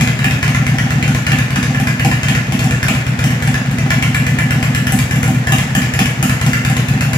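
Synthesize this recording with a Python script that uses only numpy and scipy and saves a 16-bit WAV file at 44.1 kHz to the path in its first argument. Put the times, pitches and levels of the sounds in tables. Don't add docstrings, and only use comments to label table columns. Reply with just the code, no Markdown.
import sys
import numpy as np
from scipy import signal
from scipy.fft import rfft, irfft, next_fast_len
from scipy.io import wavfile

SR = 44100
rng = np.random.default_rng(int(sys.argv[2]) if len(sys.argv) > 2 else 0)


def gain_from_decibels(decibels):
    exponent = np.asarray(decibels, float) / 20
    return 10 ** exponent


def wav_record(signal):
    frames = np.transpose(np.atleast_2d(signal))
    bounded = np.clip(frames, -1, 1)
    quanta = np.round(bounded * 32767).astype(np.int16)
    wavfile.write(sys.argv[1], SR, quanta)


N = 316220

# t/s, punch/dB, depth/dB, crack/dB
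FRONT_STROKES = [(-0.1667, 5.0, 4.0, -15.0), (-0.0432, 1.5, 3, -14), (0.1883, 0.0, -4, -18.5),
                 (0.7827, 0.5, -1, -12.5), (1.1455, -1.5, 2.5, -12.5), (1.5033, 0.0, -3, -17.0),
                 (1.627, -2.5, 0.5, -11.5), (1.7448, -1, -5, -18), (1.9942, -0.5, 0.0, -13.5),
                 (2.4661, 0.5, -9, -24.5), (2.5899, -0.5, 0, -11), (2.7069, 1.0, 2.5, -13.5),
                 (2.9473, -0.5, -0.5, -16), (3.0638, 1.0, -0.5, -18), (3.1883, -1.5, 2, -13),
                 (3.3029, 1.5, -1, -16.5), (3.54, -4.0, 1, -13.5), (3.6575, 1.5, -10, -23),
                 (3.7821, 1, 1, -15), (5.2279, 2.5, 2.0, -12), (5.3434, 1, -5, -24),
                 (5.469, 1.0, 2.5, -15.5), (5.6952, -0.5, -10, -30), (5.8166, -2.5, -4, -15),
                 (6.055, -2.0, 0.5, -14), (6.1705, -0.5, -8, -32), (6.293, -1.5, 0.5, -11),
                 (6.5297, -4, -0.5, -12.5), (6.8826, 3.5, 0.5, -15), (7.1301, 2.0, 1.5, -12.5)]
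# t/s, punch/dB, crack/dB, sizzle/dB
REAR_BURNS = [(-.1128, 14, -15, -12), (.0077, 1.5, -10.5, -14.5), (0.241, 4, -13, -16),
              (0.4768, 1.5, -14, -17.5), (0.7133, 3, -25, -18), (0.8324, .2, -25, -20),
              (1.0764, 4.5, -14.5, -18), (1.3162, 4, -9, -19), (1.5569, 4.5, -9, -21.5),
              (1.7975, 4, -19.5, -12), (2.0456, 4.5, -12, -15.5), (2.2825, 4.5, -9, -19),
              (2.52, 5.5, -13.5, -17.5), (2.64, 4, -18.5, -11.5), (2.881, 5, -8, -17.5),
              (3.2387, 4, -14, -12), (3.4725, 3, -13.5, -15.5), (3.7104, 3.5, -23, -12),
              (4.9199, 7.5, -17, -5), (5.1567, 4, -20, -13), (5.2766, 6, -22, -8), (5.5194, 3, -13, -10.5),
              (5.6375, -2.5, -30, -20), (5.7488, 6, -13.5, -8), (5.989, 5.5, -9, -13),
              (6.225, 6.5, -10.5, -12), (6.4617, 4.5, -13, -15), (6.6967, 3.5, -17.5, -13),
              (6.9351, 3.5, -21, -24), (7.058, 0, -26, -26)]
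# t/s, punch/dB, depth/dB
REAR_MISFIRES = [(0.12, -9.0, -2), (0.36, -2, 3), (1.19, -5, -5.0), (1.44, -5, 1), (1.92, -1.5, -10.0),
                 (2.16, -4.5, 2), (2.4, -11, -1), (2.76, -4, 4), (3.0, -15, -7.0), (3.12, -1, -7.0),
                 (3.35, -3, -1), (3.6, -2, -11.0), (4.79, 3.5, -8), (5.03, -9, 7), (5.4, -4, -7.0),
                 (5.87, -3, -1), (6.11, -7, -5), (6.34, -7, 4), (6.58, -1.5, -5.0), (6.81, -1.5, -4.0)]
# punch/dB, depth/dB, crack/dB
PLAIN_FRONT = (0.8, 0.69, -12.5)
# punch/dB, depth/dB, crack/dB, sizzle/dB
PLAIN_REAR = (2.7, 2, -25.5, -19)
# t/s, level/dB
FRONT_SIZZLE = [
    (0, -19),
    (2.5, -18),
    (4, -18),
    (5.2, -11.5),
    (5.8, -16.5),
    (6.3, -16.5),
    (7.2, -15),
]
# t/s, extra crack/dB, extra ring/dB, extra bark/dB
JOLTS = [(.19, 2.5, 5.5, 0), (.241, 1.5, 3, 2), (.427, 1.5, 3.5, -1), (.666, 0.5, -7, 0),
         (.784, 0.5, -1, 4), (1.027, 0, -1, 0), (1.266, 1.5, 2, 3), (1.319, -1.5, -1, 2),
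         (1.746, -0.5, 10, 0), (1.869, 0.5, 4.5, 2), (2.046, 1, -0.5, 9), (2.83, 2, 0.5, 0),
         (2.882, 0, -2, 4), (3.423, -1.5, 2, 1), (3.542, 0, 5, 1), (3.711, 0, -1, -5), (3.902, 2.5, 6, 1),
         (4.024, 2, 2, 2), (4.144, 3.5, 5.5, 0), (4.387, -0.5, 5, 1), (4.92, 0, -1, -3.5),
         (5.105, -4, 4.5, -2), (5.229, -3, 3.5, 0), (5.47, 0, 6, 0), (5.52, 2, 6.5, 7),
         (5.751, -0.5, 10.5, -2), (5.989, 0, 4.5, 3), (6.057, 0.5, 0.5, 2), (6.227, 0, 3.5, -0.5),
         (6.532, 0, 5.5, 0)]
# f/Hz, t60/s, swing from front pipe, swing from rear pipe
STANDING_WAVES = [(57.3, 0.08, 0.092, 0.033), (77.6, 0.21, -0.038, -0.03), (88.3, 0.2, -0.083, -0.034),
                  (98.6, 0.31, -0.092, -0.031), (112.4, 0.22, 0.077, -0.006), (116.0, 0.35, 0.068, 0.055),
                  (121.1, 0.36, -0.321, -0.09), (128.2, 0.35, 0.061, -0.096), (140.6, 0.34, 0.199, -0.072),
                  (143.7, 0.43, 0.114, 0.046), (147.8, 0.27, -0.25, 0.149), (160.9, 0.26, 0.032, 0.019),
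                  (173.4, 0.26, 0.113, 0.047), (186.5, 0.28, -0.084, -0.115), (194.0, 0.35, 0.058, 0.045),
                  (204.5, 0.38, 0.025, 0.048), (218.0, 0.22, -0.088, -0.129), (222.7, 0.32, 0.061, -0.019),
                  (237.2, 0.4, 0.062, -0.134), (238.9, 0.13, -0.103, 0.361), (250.0, 0.32, -0.004, -0.175),
                  (262.2, 0.06, -0.006, 0.1), (278.2, 0.32, 0.006, -0.046), (320.3, 0.46, 0.006, -0.0)]
# f/Hz, front level/dB, rear level/dB, t60/s
METAL_MODES = [(1036, -1.5, -26, 0.043), (1226, -14, 1, 0.065), (1399, 4, -9, 0.05), (1721, 8, 2, 0.055),
               (1753, 9.5, 14.5, 0.031), (1960, -14, -29, .08), (2034, 6, -31, 0.08),
               (2300, -10, -19, 0.36), (2480, -34, 1, 0.05), (2713, -5, 0, 0.2), (2900, 4.5, 11, 0.025),
               (3040, -4, 7, 0.036), (3230, -20.5, 8, 0.024)]
# f/Hz, front level/dB, rear level/dB, t60/s
MOUTH_MODES = [(320.7, -3.5, -1, 0.19), (488.4, 1.5, -7, 0.11), (662.5, 3.5, -2, 0.089),
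               (766.7, -0.5, 6.5, 0.075)]
# f/Hz, level per Hz/dB
JET_SPECTRUM = [(530, -18.5), (900, -63.5), (1010, -3), (1130, -18), (1400, -4.5), (1580, -7.5),
                (1740, -8.5), (2200, -6), (2390, -2.5), (4150, -19.5), (7270, -17.5), (8900, -28.5),
                (10900, -20.5), (15600, -33)]
# t/s, level/dB
WALL_ECHOES = [(.0125, -7), (.018, -12), (.027, -12), (.038, -8), (.052, -12)]
# f/Hz, t60/s
GARAGE_T60 = [(100, .3), (500, .35), (2000, .5), (6000, .52), (10000, .42), (15500, .36)]
# f/Hz, correlation
FIELD_LIKENESS = [(60, 0.68), (200, 1), (400, 0.7), (800, 0.47), (2000, 0.25), (8000, 0.025)]
# f/Hz, level per Hz/dB
RUMBLE_SPECTRUM = [(20, -45), (45, -15), (70, -9), (120, 0), (150, 1), (200, -1), (270, -4), (310, -14),
                   (400, -26), (1200, -120)]
# f/Hz, level per Hz/dB
RATTLE_SPECTRUM = [(160, -34), (280, -11), (390, -11), (780, -11), (940, -15), (1580, -11), (1750, -8),
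                   (2400, -13), (4100, -26), (7300, -28), (8800, -39), (10900, -37), (15500, -43)]
# f/Hz, left minus right level/dB
PORT_LEVEL = [(60, 0.0), (110, 1.5), (200, 0.0), (380, -4), (700, 3), (1290, -0.5), (2380, -0.5), (4400, 8),
              (8120, 8.5), (15000, -5)]
# f/Hz, phase/rad
PORT_PHASE = [(0, 0), (780, .3), (1210, 2), (2070, 1.4), (2330, 1.4), (2670, 2.5), (3880, 6), (4480, 6.3),
              (7840, 10.7), (16000, 21.6)]

CYCLE_S = 0.1195
LAG_S, MISFIRE_LAG_S = 0.0497, 0.0485
CRACK_SPAN = 2 ** 15


def strokes():
    marks = np.array(FRONT_STROKES)
    gaps = np.diff(marks[:, 0], prepend=marks[0, 0])
    cycle = np.cumsum(np.round(gaps / CYCLE_S)).astype(int)
    front_s = np.interp(np.arange(cycle[-1] + 1), cycle, marks[:, 0])
    rear_s = front_s + LAG_S

    sizzle_db = np.interp(front_s, *np.transpose(FRONT_SIZZLE))
    front = np.column_stack([front_s, np.tile(PLAIN_FRONT, (len(front_s), 1)), sizzle_db])
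    front[cycle, :4] = marks

    rear = np.column_stack([rear_s, np.tile(PLAIN_REAR, (len(rear_s), 1))])
    for at, punch_db, crack_db, sizzle_db in REAR_BURNS:
        k = np.abs(rear_s - at).argmin()
        depth_db = 1.08 + 0.7 * punch_db
        rear[k] = at, punch_db, depth_db, crack_db, sizzle_db
    for at, punch_db, depth_db in REAR_MISFIRES:
        k = np.abs(rear_s - at).argmin()
        rear[k, :4] = front_s[k] + MISFIRE_LAG_S, punch_db, depth_db, -np.inf
    return front, rear[rear[:, 0] < N / SR]


def boom(front, rear):
    t = np.arange(SR // 2) / SR
    hz, t60, *swings = np.transpose(STANDING_WAVES)
    waves = np.sin(2 * np.pi * hz[:, None] * t) * decay(t, t60[:, None])
    split_hz = 105
    out = np.zeros(N)
    for pulses, swing in zip((front, rear), swings):
        s, punch_db, depth_db = pulses.T[:3]
        punch = (swing * (hz > split_hz)) @ waves
        depth = (swing * (hz < split_hz)) @ waves
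        out += laid(s, gain_from_decibels(punch_db)[:, None] * punch + gain_from_decibels(depth_db)[:, None] * depth)
    return out


def cracks(front, rear_strokes):
    burnt = np.isfinite(rear_strokes[:, 3])
    burns = np.vstack([front, rear_strokes[burnt]])
    s, _, depth_db, crack_db, sizzle_db = burns.T[:, :, None]
    rear = np.arange(len(s))[:, None] >= len(front)
    s = s + 0.0016
    s = s + 0.028 * (rear & (crack_db < -24.5))

    ring_db = np.where(rear, -6.5, -3.5) + 1.5 * rng.standard_normal(s.shape)
    bark_db = -33.5 + 2.15 * depth_db
    for at, more_crack_db, more_ring_db, more_bark_db in JOLTS:
        k = np.abs(s - at).argmin()
        crack_db[k] += more_crack_db
        ring_db[k] += more_ring_db
        bark_db[k] += more_bark_db

    direct = gain_from_decibels(crack_db - 19.5) * jets(sizzle_db)
    direct += gain_from_decibels(crack_db + ring_db - 18) * ringing(METAL_MODES, rear)
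    direct += gain_from_decibels(bark_db - 13.5) * ringing(MOUTH_MODES, rear)

    near = laid(s[:, 0], direct)
    walls = sum(gain_from_decibels(db) * np.roll(near, round(delay_s * SR)) for delay_s, db in WALL_ECHOES)
    dull = filtered(walls, lambda hz: 1 / (1 + 1j * hz / 3000))

    source = rfft(direct, CRACK_SPAN)
    wet = [irfft(source * rfft(echoes(len(s)), CRACK_SPAN), CRACK_SPAN) for port in range(2)]
    far = laid(s[:, 0] + 0.006, np.stack(wet, axis=1))
    return near + dull + gain_from_decibels(2.5) * spread(far)


def jets(sizzle_db):
    t = np.arange(CRACK_SPAN // 4) / SR
    snap = 1.04 * decay(t, 0.0075) * onset(t, 0.00052)
    puff = onset(t, 0.0028) * (decay(t, 0.029) + gain_from_decibels(-37) * decay(t, 0.025))

    def colour(hz):
        treble = np.clip(hz / 4000 - 1, 0, 1)
        return gain_from_decibels(along(JET_SPECTRUM, hz) + (sizzle_db + 19) * treble)

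    noise = rng.standard_normal((len(sizzle_db), len(t)))
    return unit(filtered(noise * (snap + puff), colour))


def ringing(modes, rear):
    t = np.arange(CRACK_SPAN // 4) / SR
    hz, front_db, rear_db, t60 = np.transpose(modes)
    chance = rng.standard_normal((len(rear), 2, len(modes)))
    level_db = np.where(rear, rear_db, front_db) + 2.5 * chance[:, 0]
    swing = gain_from_decibels(level_db) * np.exp(0.7j * chance[:, 1])
    wave = decay(t, t60[:, None]) * onset(t, 0.0027) * np.exp(2j * np.pi * hz[:, None] * t)
    wave *= 1 + 1.5 * decay(t, 0.03)
    return unit((swing @ wave).imag)


def echoes(count):
    length = CRACK_SPAN // 2
    noise = rng.standard_normal((count + 1, length))
    hz, t, z = signal.stft(noise, SR, nperseg=256)
    dying = decay(t, along(GARAGE_T60, hz)[:, None])
    tails = signal.istft(z * dying, SR, nperseg=256)[1][:, :length]
    tails = tails[1:] + 0.6 * tails[0]
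    return tails / np.linalg.norm(tails, axis=1, keepdims=True)


def rumble(front, rear):
    s, punch_db = np.vstack([front, rear]).T[:2]
    t = np.arange(SR // 3) / SR
    power = laid(s, gain_from_decibels(2 * punch_db)[:, None] * decay(t, 3.0) ** 2 * onset(t, 0.0027))
    noise = filtered(rng.standard_normal((2, N)), lambda hz: gain_from_decibels(along(RUMBLE_SPECTRUM, hz)))
    return gain_from_decibels(-27.5) * unit(np.sqrt(power) * spread(noise))


def rattle():
    struck = rng.random((2, N)) < 600 / SR
    force = np.minimum(rng.exponential(1, (2, N)), 3)
    rough = rng.standard_normal((2, N)) * (1 + 3 * struck * force)
    noise = filtered(rough, lambda hz: gain_from_decibels(along(RATTLE_SPECTRUM, hz)))
    return gain_from_decibels(-26.5) * unit(spread(noise))


def spread(pair):
    def turn(hz):
        return np.arccos(np.clip(along(FIELD_LIKENESS, hz), -1, 1)) / 2

    mid = filtered(pair[0], lambda hz: np.cos(turn(hz)))
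    side = filtered(pair[1], lambda hz: np.sin(turn(hz)))
    return np.array([mid + side, mid - side])


def decay(t, t60):
    return gain_from_decibels(-60 * t / t60)


def onset(t, tau):
    return 1 - np.exp(-t / tau)


def laid(times, sounds):
    out = np.zeros(sounds.shape[1:-1] + (N + 2 * SR,))
    for s, sound in zip(times, sounds):
        start = round(s * SR) + SR
        out[..., start:start + sound.shape[-1]] += sound
    return out[..., SR:SR + N]


def filtered(x, response):
    m = next_fast_len(x.shape[-1] + 4096)
    return irfft(rfft(x, m) * response(np.fft.rfftfreq(m, 1 / SR)), m)[..., :x.shape[-1]]


def along(points, hz):
    f, value = np.transpose(points)
    return np.interp(np.log(hz + 1), np.log(f + 1), value)


def unit(x):
    return x / np.sqrt(np.mean(x ** 2) + 1e-20)


def scene():
    front, rear = strokes()
    return gain_from_decibels(0.4) * boom(front, rear) + cracks(front, rear) + rumble(front, rear) + rattle()


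def top_cut(x):
    return signal.sosfilt(signal.butter(12, 15780, fs=SR, output="sos"), x)


def record(dry):
    def ports(hz):
        level = np.log(gain_from_decibels(along(PORT_LEVEL, hz)))
        phase = np.interp(hz, *np.transpose(PORT_PHASE))
        pair = np.exp(np.outer([0.5, -0.5], level + 1j * phase))
        return pair * (hz < 15760) / (1 + (26 / (hz + 1)) ** 4)

    x = filtered(dry, ports)
    mix = x / (1 + np.abs(x) ** 8) ** (1 / 8)
    return top_cut(mix)


dry = scene()
out = record(dry)
wav_record(out)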